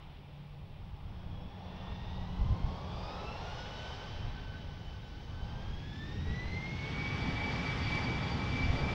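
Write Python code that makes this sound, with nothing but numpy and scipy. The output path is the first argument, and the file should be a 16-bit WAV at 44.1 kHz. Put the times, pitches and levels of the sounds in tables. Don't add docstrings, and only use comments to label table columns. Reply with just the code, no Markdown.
import sys
import numpy as np
from scipy import signal
from scipy.fft import rfft, irfft, next_fast_len
from scipy.io import wavfile
from scipy.ndimage import uniform_filter1d

SR = 44100
rng = np.random.default_rng(int(sys.argv[2]) if len(sys.argv) > 2 else 0)


def field_ratio(decibels):
    return 10 ** (np.asarray(decibels, dtype=float) / 20)


def store_pcm(level_fs):
    pcm = np.round(np.clip(level_fs, -1, 1) * 32767).astype(np.int16)
    wavfile.write(sys.argv[1], SR, np.atleast_2d(pcm).T)


N = 394254
TIME_S = np.arange(N) / SR
BLADES = 36


def rms_one(x):
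    return x / np.sqrt(np.mean(x ** 2) + 1e-20)


def in_time(rows):
    start_s, *columns = np.transpose(rows)
    return [np.interp(TIME_S, start_s, column) for column in columns]


def at_hz(points, hz):
    point_hz, point_db = np.transpose(points)
    return np.interp(np.log(hz), np.log(point_hz), point_db, -70, -70)


def bumps(rows):
    return sum(height * np.exp(-.5 * ((TIME_S - s) / width_s) ** 2) for s, height, width_s in rows)


def resonance(blade_hz, best_hz, range_hz):
    return np.exp(-.5 * ((blade_hz - best_hz) / range_hz) ** 2)


def drift(rate):
    pole = np.exp(-80 * np.pi * rate / SR)
    noise = rng.standard_normal(N // 40 + 2002)
    slow = signal.lfilter([1], [1, -2 * pole, pole * pole], noise)[2000:]
    return np.interp(np.arange(N) / 40, np.arange(len(slow)), rms_one(slow))


def band(low_hz, high_hz):
    sos = signal.butter(2, [low_hz, high_hz], "band", fs=SR, output="sos")
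    return signal.sosfilt(sos, rng.standard_normal(N + 9000))[9000:]


def bands(low_hz, count):
    edges = low_hz * 2 ** (np.arange(count + 1) / 3)
    return zip(edges, edges[1:], np.sqrt(edges[1:] * edges[:-1]))


def coloured(spectrum, patchy_db, rate):
    low_hz, high_hz = spectrum[0][0], spectrum[-1][0]
    out = 0
    for low, high, hz in bands(low_hz, count=int(3 * np.log2(high_hz / low_hz))):
        out = out + field_ratio(at_hz(spectrum, hz) + patchy_db * drift(rate)) * band(low, high)
    return rms_one(out)


def scattered(turns, scatter, rate):
    share = np.clip(scatter, 0, 1)
    field = np.sqrt(1 - share) + np.sqrt(share / 2) * (drift(rate) + 1j * drift(rate))
    return np.sqrt(2) * np.real(field * np.exp(2j * np.pi * (turns + rng.random())))


# pitch_hz, level_db
AIR = [(700, -8), (1000, -11), (1500, -1), (2200, -0.5), (3000, -0.5), (3600, -2), (4200, -8.5),
       (5200, -10.5), (6000, -17.5), (6600, -27.5), (8000, -37), (9500, -47.5), (12000, -65.5)]


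def air_db(hz):
    return at_hz(AIR, hz)


# start_s, treble gain at 6 kHz level_db
CLEAR = [(0, -7.5), (1.5, -4.5), (2.0, -2), (2.35, 2.5), (4.0, 0.5), (4.4, -3.5), (5.3, 0.5), (6.2, 0.5),
         (8.94, 2)]


def clearing(hz, limit=1.2):
    return in_time(CLEAR)[0] * np.minimum(hz / 6000, limit) ** 2


# start_s, blade_rate_hz
SPEED = [(0, 792), (.75, 786), (1.8, 911), (2.1, 941), (2.4, 1001), (2.7, 1090), (3.0, 1206), (3.6, 1473),
         (3.9, 1519), (4.2, 1538), (4.65, 1511), (5.4, 1512), (5.85, 1670), (6.6, 2100), (6.9, 2251),
         (7.2, 2294), (7.7, 2301), (8.94, 2329)]


def fan_speed():
    return uniform_filter1d(in_time(SPEED)[0], size=SR // 3, mode="nearest")


# start_s, level_db
EFFORT = [(0, -64), (.5, -66), (1.4, -64.5), (1.8, -59.5), (2.3, -60), (2.76, -58.5), (3.19, -55),
          (3.8, -52.5), (4.16, -54.5), (4.73, -60), (5.13, -61), (5.5, -59.5), (5.9, -58.5), (6.6, -53.5),
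          (7.1, -49), (7.9, -47), (8.35, -49.5), (8.94, -48)]
# centre_s, gain_db, half_width_s
SWELLS = [
    (1.92, 1.5, 0.038),
    (3.33, 0, 0.022),
    (3.85, -0.5, 0.02),
    (7.0, 0, 0.014),
    (7.55, 2, 0.026),
    (7.68, 0.5, .04),
    (7.8, 0, 0.06),
    (7.95, 1.5, .05),
    (8.3, 0.5, 0.084),
    (8.58, 0, .05),
]


def received_effort():
    return in_time(EFFORT)[0], bumps(SWELLS)


LAW_SPEEDS = [790, 865, 935, 1050, 1250, 1450, 1540, 1750, 2050, 2260, 2300, 2330]


def at_speed(rows, blade_hz):
    return [np.interp(blade_hz, LAW_SPEEDS, column) for column in np.transpose(rows)]


# tone_db, second_db, third_db, fourth_db
INLET = [(-18, -26, -22, -23), (-11, -17, -29, -17), (-4, -6, -10, -9), (1, -12, -19, -18),
         (1, -7, -8, -21), (-5, -5.5, -15, -16), (-5, -5, -15.5, -24), (-1.5, -2.5, -14, -26),
         (7.5, -7, -24, -45), (6.5, -16, -34, -51), (5, -11, -32, -48.5), (2, -13.5, -28, -49.5)]
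# centre_s, gain_db, half_width_s
BEATS = [(2.9, -5, 0.035), (4.2, -7, 0.083), (4.55, 6.5, 0.03), (5.3, -4, 0.056), (6.05, 6, 0.03),
         (6.25, -8, 0.053), (6.6, 2.5, 0.052), (6.76, -5, 0.12), (7.02, 1.5, 0.051), (7.35, -3.5, 0.018),
         (7.44, 0.5, 0.017), (7.8, -11, 0.048), (7.95, 1.5, 0.032), (8.08, 7.5, 0.032), (8.29, -8.5, 0.052),
         (8.6, 7, 0.042), (8.72, -3, 0.072), (8.88, 3, 0.027)]
# centre_s, gain_db, half_width_s
SECOND_BEATS = [(2.7, -14, 0.071), (3.34, 9, 0.047), (3.89, 4, 0.054), (4.88, 7, 0.026), (5.0, -4, 0.017),
                (6.63, -3, 0.056), (7.27, 0.5, .06), (7.6, -7, 0.034), (7.75, -10.5, 0.025),
                (8.06, 7, 0.029), (8.33, 5, .03), (8.65, 7.5, 0.043), (8.8, 9, 0.033), (8.89, -7, .03)]


def blade_whine(blade_hz, effort_db, swell_db):
    tone_focus = 1.2
    levels_db = [effort_db + tone_focus * swell_db + db for db in at_speed(INLET, blade_hz)]
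    levels_db[0] += bumps(BEATS)
    levels_db[1] += bumps(SECOND_BEATS)
    blade_turns, out = np.cumsum(blade_hz) / SR, 0
    for k, level_db in enumerate(levels_db):
        whine = scattered((k + 1) * blade_turns, scatter=.45 + .2 * k, rate=24 + 20 * k)
        out = out + field_ratio(level_db + clearing((k + 1) * blade_hz)) * whine
    return out


# multiple of the blade rate, density level_db per Hz
WAKES = [(.3, 7), (.6, -1), (.9, 0.5), (1.2, -2), (1.6, -1.5), (2.2, -0.5), (3.5, 3), (6.0, 4.5)]


def fan_wakes(blade_hz, level_db):
    out, power, swirl = 0, 0, drift(5.2)
    multiples, wake_db = np.transpose(WAKES)
    for low, high, hz in bands(751, count=12):
        gain = field_ratio(np.interp(hz / blade_hz, multiples, wake_db) + clearing(hz, limit=np.inf))
        out = out + gain * field_ratio(.4 * swirl + .7 * drift(9)) * band(low, high)
        power = power + (gain * field_ratio(air_db(hz))) ** 2 * (high - low) * (2500 < hz < 6500)
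    size = next_fast_len(N)
    air = field_ratio(air_db(np.arange(size // 2 + 1) * SR / size + 1))
    source = field_ratio(level_db - 1.78) * out / np.sqrt(power * 2 / SR)
    return irfft(rfft(source, size) * air, size)[:N]


# core_db against effort, exhaust_db
JETS = [(4.5, -58), (9, -52), (7.5, -52.5), (10, -45.5), (9.5, -48.5), (6, -49.5), (3, -51), (1.5, -44.5),
        (3.5, -40.5), (-0.5, -39.5), (2, -37), (4.5, -36)]
# centre_s, gain_db, half_width_s
FLARES = [
    (3.3, 1.5, 0.35),
    (5.55, 4.5, 0.16),
    (7.25, 0.5, .1),
]


def jet_levels(blade_hz, fan_db):
    core_db, exhaust_db = at_speed(JETS, blade_hz)
    return core_db + fan_db + bumps(FLARES), exhaust_db


# pitch_hz, density level_db per Hz
EXHAUST = [(24, -36.5), (40, -11), (70, 2.5), (135, 1.5), (177, -4.5), (250, -7.5), (346, -14),
           (450, -13.5), (580, -36.5), (990, -120)]


def exhaust_roar(exhaust_db):
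    return field_ratio(exhaust_db) * coloured(EXHAUST, patchy_db=1.5, rate=3)


# pitch_hz, density level_db per Hz
CORE = [(150, -19), (250, -4.5), (285, -14.5), (457, -0.5), (720, -1.5), (788, 1.5), (1070, -5),
        (1460, -13.5), (1800, -20.5), (2340, -49), (3960, -120)]


def core_roar(core_db):
    return field_ratio(core_db - 1.5) * coloured(CORE, patchy_db=1.5, rate=4.8)


# pitch_hz, smear_hz, wavering share 0-1
HUM_MODES = [(144, 3.0, .15), (180, 9.0, .7), (255, 25.0, 1), (830, 40.0, 1)]
# level_db, best blade_rate_hz, range_hz, lasting rest_db against
HUM_SPEEDS = [
    (-53, 784, 26, -12),
    (-49, 1044, 136, -16.5),
    (-48, 2330, 35, -29),
]


def combustor(blade_hz, exhaust_db, core_db):
    gains = []
    for db, best_hz, range_hz, rest_db in HUM_SPEEDS:
        gains.append(field_ratio(db) * resonance(blade_hz, best_hz, range_hz) + field_ratio(exhaust_db + rest_db))
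    gains.append(field_ratio(core_db - 11))
    return sum(gain * scattered(hz * TIME_S, share, smear_hz)
               for gain, (hz, smear_hz, share) in zip(gains, HUM_MODES))


# pitch_hz, density level_db per Hz
GUST = [(8.8, -41), (15, 1), (59, 0), (80, 2), (165, -10), (221, -18), (311, -30), (350, -19), (460, -63.5),
        (770, -120)]
# centre_s, level_db, half_width_s
GUSTS = [(.1, -53, 0.16), (.82, -47.5, 0.18), (1.09, -66, 0.022), (1.33, -43, 0.17), (2.12, -42.5, 0.25),
         (2.398, -36, 0.035), (2.52, -31.5, 0.026), (2.66, -34.5, 0.017), (3.1, -46, 0.6),
         (4.0, -53, 0.092), (4.26, -39.5, 0.1), (4.49, -44.5, 0.058), (4.67, -45, 0.038),
         (4.88, -46.5, 0.1), (5.04, -57, 0.021), (5.15, -48, 0.019), (5.44, -41, 0.15),
         (5.74, -42.5, 0.085), (5.9, -41, 0.02), (6.08, -43.5, 0.043), (6.19, -41, 0.027),
         (6.31, -36, 0.017), (6.49, -38, 0.037), (7.28, -46.5, 0.13), (7.42, -45, 0.017),
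         (7.85, -43.5, 0.077), (8.1, -50, .1), (8.62, -38, 0.073), (8.82, -37, 0.11)]


def wind():
    breeze = field_ratio(-55 + 1 * TIME_S)
    gusts = bumps([(s, field_ratio(db), width_s) for s, db, width_s in GUSTS])
    return (breeze * .5 + gusts) * coloured(GUST, patchy_db=1.0, rate=10)


def electronics():
    hiss_db, whistle_db, whistle_hz = -87, -88, 15682.3
    hiss = field_ratio(hiss_db + 4.5) * rng.standard_normal(N)
    return hiss + field_ratio(whistle_db) * np.sin(2 * np.pi * whistle_hz * TIME_S)


# start_s, pitch_hz
CORE_WHINE = [(.7, 5080), (1.1, 5240), (1.5, 5470), (2.0, 5920), (2.3, 6250), (2.6, 6650), (2.9, 7150),
              (3.1, 7500)]


def core_whine():
    hz = in_time(CORE_WHINE)[0]
    fade = np.clip(np.minimum(TIME_S - .6, 3.2 - TIME_S) / .9, 0, 1)
    return field_ratio(-68.5 + air_db(hz)) * fade * scattered(np.cumsum(hz) / SR, scatter=.95, rate=15)


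# shaft_order, smear_hz
STAGE_ORDERS = [(92, 14), (128, 14), (164, 16), (176, 16), (100, 16), (136, 16), (137, 50), (140, 50),
                (104, 50), (150, 60), (72, 60), (108, 80), (140, 200), (53, 130), (32, 130)]
# level_db against effort, best blade_rate_hz, range_hz
STAGES = [(-9, 1510, 55), (-6, 1490, 60), (-1, 1490, 35), (-6, 1440, 30), (-10, 2150, 300),
          (-17, 2200, 200), (0, 925, 35), (-1, 872, 28), (-7, 1200, 90), (-2, 1200, 80), (-9, 1100, 140),
          (-7, 960, 100), (4, 1290, 70), (-9.5, 2310, 60), (-7.5, 2300, 40)]


def stage_tones(blade_hz, fan_db):
    out, shaft = 0, np.cumsum(blade_hz) / BLADES / SR
    for (order, smear_hz), (db, best_hz, range_hz) in zip(STAGE_ORDERS, STAGES):
        hz = order * blade_hz / BLADES
        cut_on = resonance(blade_hz, best_hz, range_hz)
        level_db = fan_db + db + air_db(hz) + clearing(hz) + 2.5 * drift(3)
        out = out + field_ratio(level_db) * cut_on * scattered(order * shaft, scatter=.99, rate=smear_hz)
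    return out


# centre_s, peak level_db, pitch_hz
THUMPS = [(2.393, -19, 75.4), (2.42, -19.5, 53.8), (2.463, -21.5, 96.5), (2.5, -40, 51.1), (2.52, -21, 119),
          (2.535, -23, 65), (2.603, -24, 142), (2.646, -17, 51.1), (2.7, -26, 53.8), (8.704, -18, 51.1),
          (8.731, -36, 101)]


def port_eddies():
    out = np.zeros(N)
    for s, db, hz in THUMPS:
        t = TIME_S - s - .001
        out += field_ratio(db - 6) * np.exp(-(2.6 * hz * t) ** 2) * np.cos(2 * np.pi * hz * t)
    return out


SAW_ORDERS = [4, 11, 13, 14, 16, 17, 18, 19, 20, 21, 23, 25, 29, 30, 38, 45, 47, 52, 53, 56, 64]
SAW = [-57, -62, -59, -60, -62, -60, -63, -60, -59, -62, -62, -65, -64, -66, -65, -69, -70, -71, -70, -71,
       -76]


def shock_saw(blade_hz):
    sonic_hz, sonic_range_hz = 2240, 25
    sonic = 1 / (1 + np.exp((sonic_hz - blade_hz) / sonic_range_hz))
    out, shaft = 0, np.cumsum(blade_hz) / BLADES / SR
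    for order, db in zip(SAW_ORDERS, SAW):
        out = out + field_ratio(db + 1.5) * sonic * scattered(order * shaft, scatter=.4, rate=7)
    return out


def scene():
    blade_hz = fan_speed()
    effort_db, swell_db = received_effort()
    fan_db = effort_db + swell_db
    core_db, exhaust_db = jet_levels(blade_hz, fan_db)
    fans = blade_whine(blade_hz, effort_db, swell_db) + fan_wakes(blade_hz, fan_db)
    jets = exhaust_roar(exhaust_db) + core_roar(core_db) + combustor(blade_hz, exhaust_db, core_db)
    rotors = core_whine() + stage_tones(blade_hz, fan_db) + shock_saw(blade_hz)
    return (fans + jets + rotors + wind() + port_eddies())[None]


def top_cut(x):
    return signal.sosfilt(signal.butter(12, 15710, fs=SR, output="sos"), x)


def record(dry):
    ending = np.clip((N - np.arange(N)) / 150, 0, 1)
    return top_cut((dry + electronics()) * ending)


dry = scene()
out = record(dry)
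store_pcm(out)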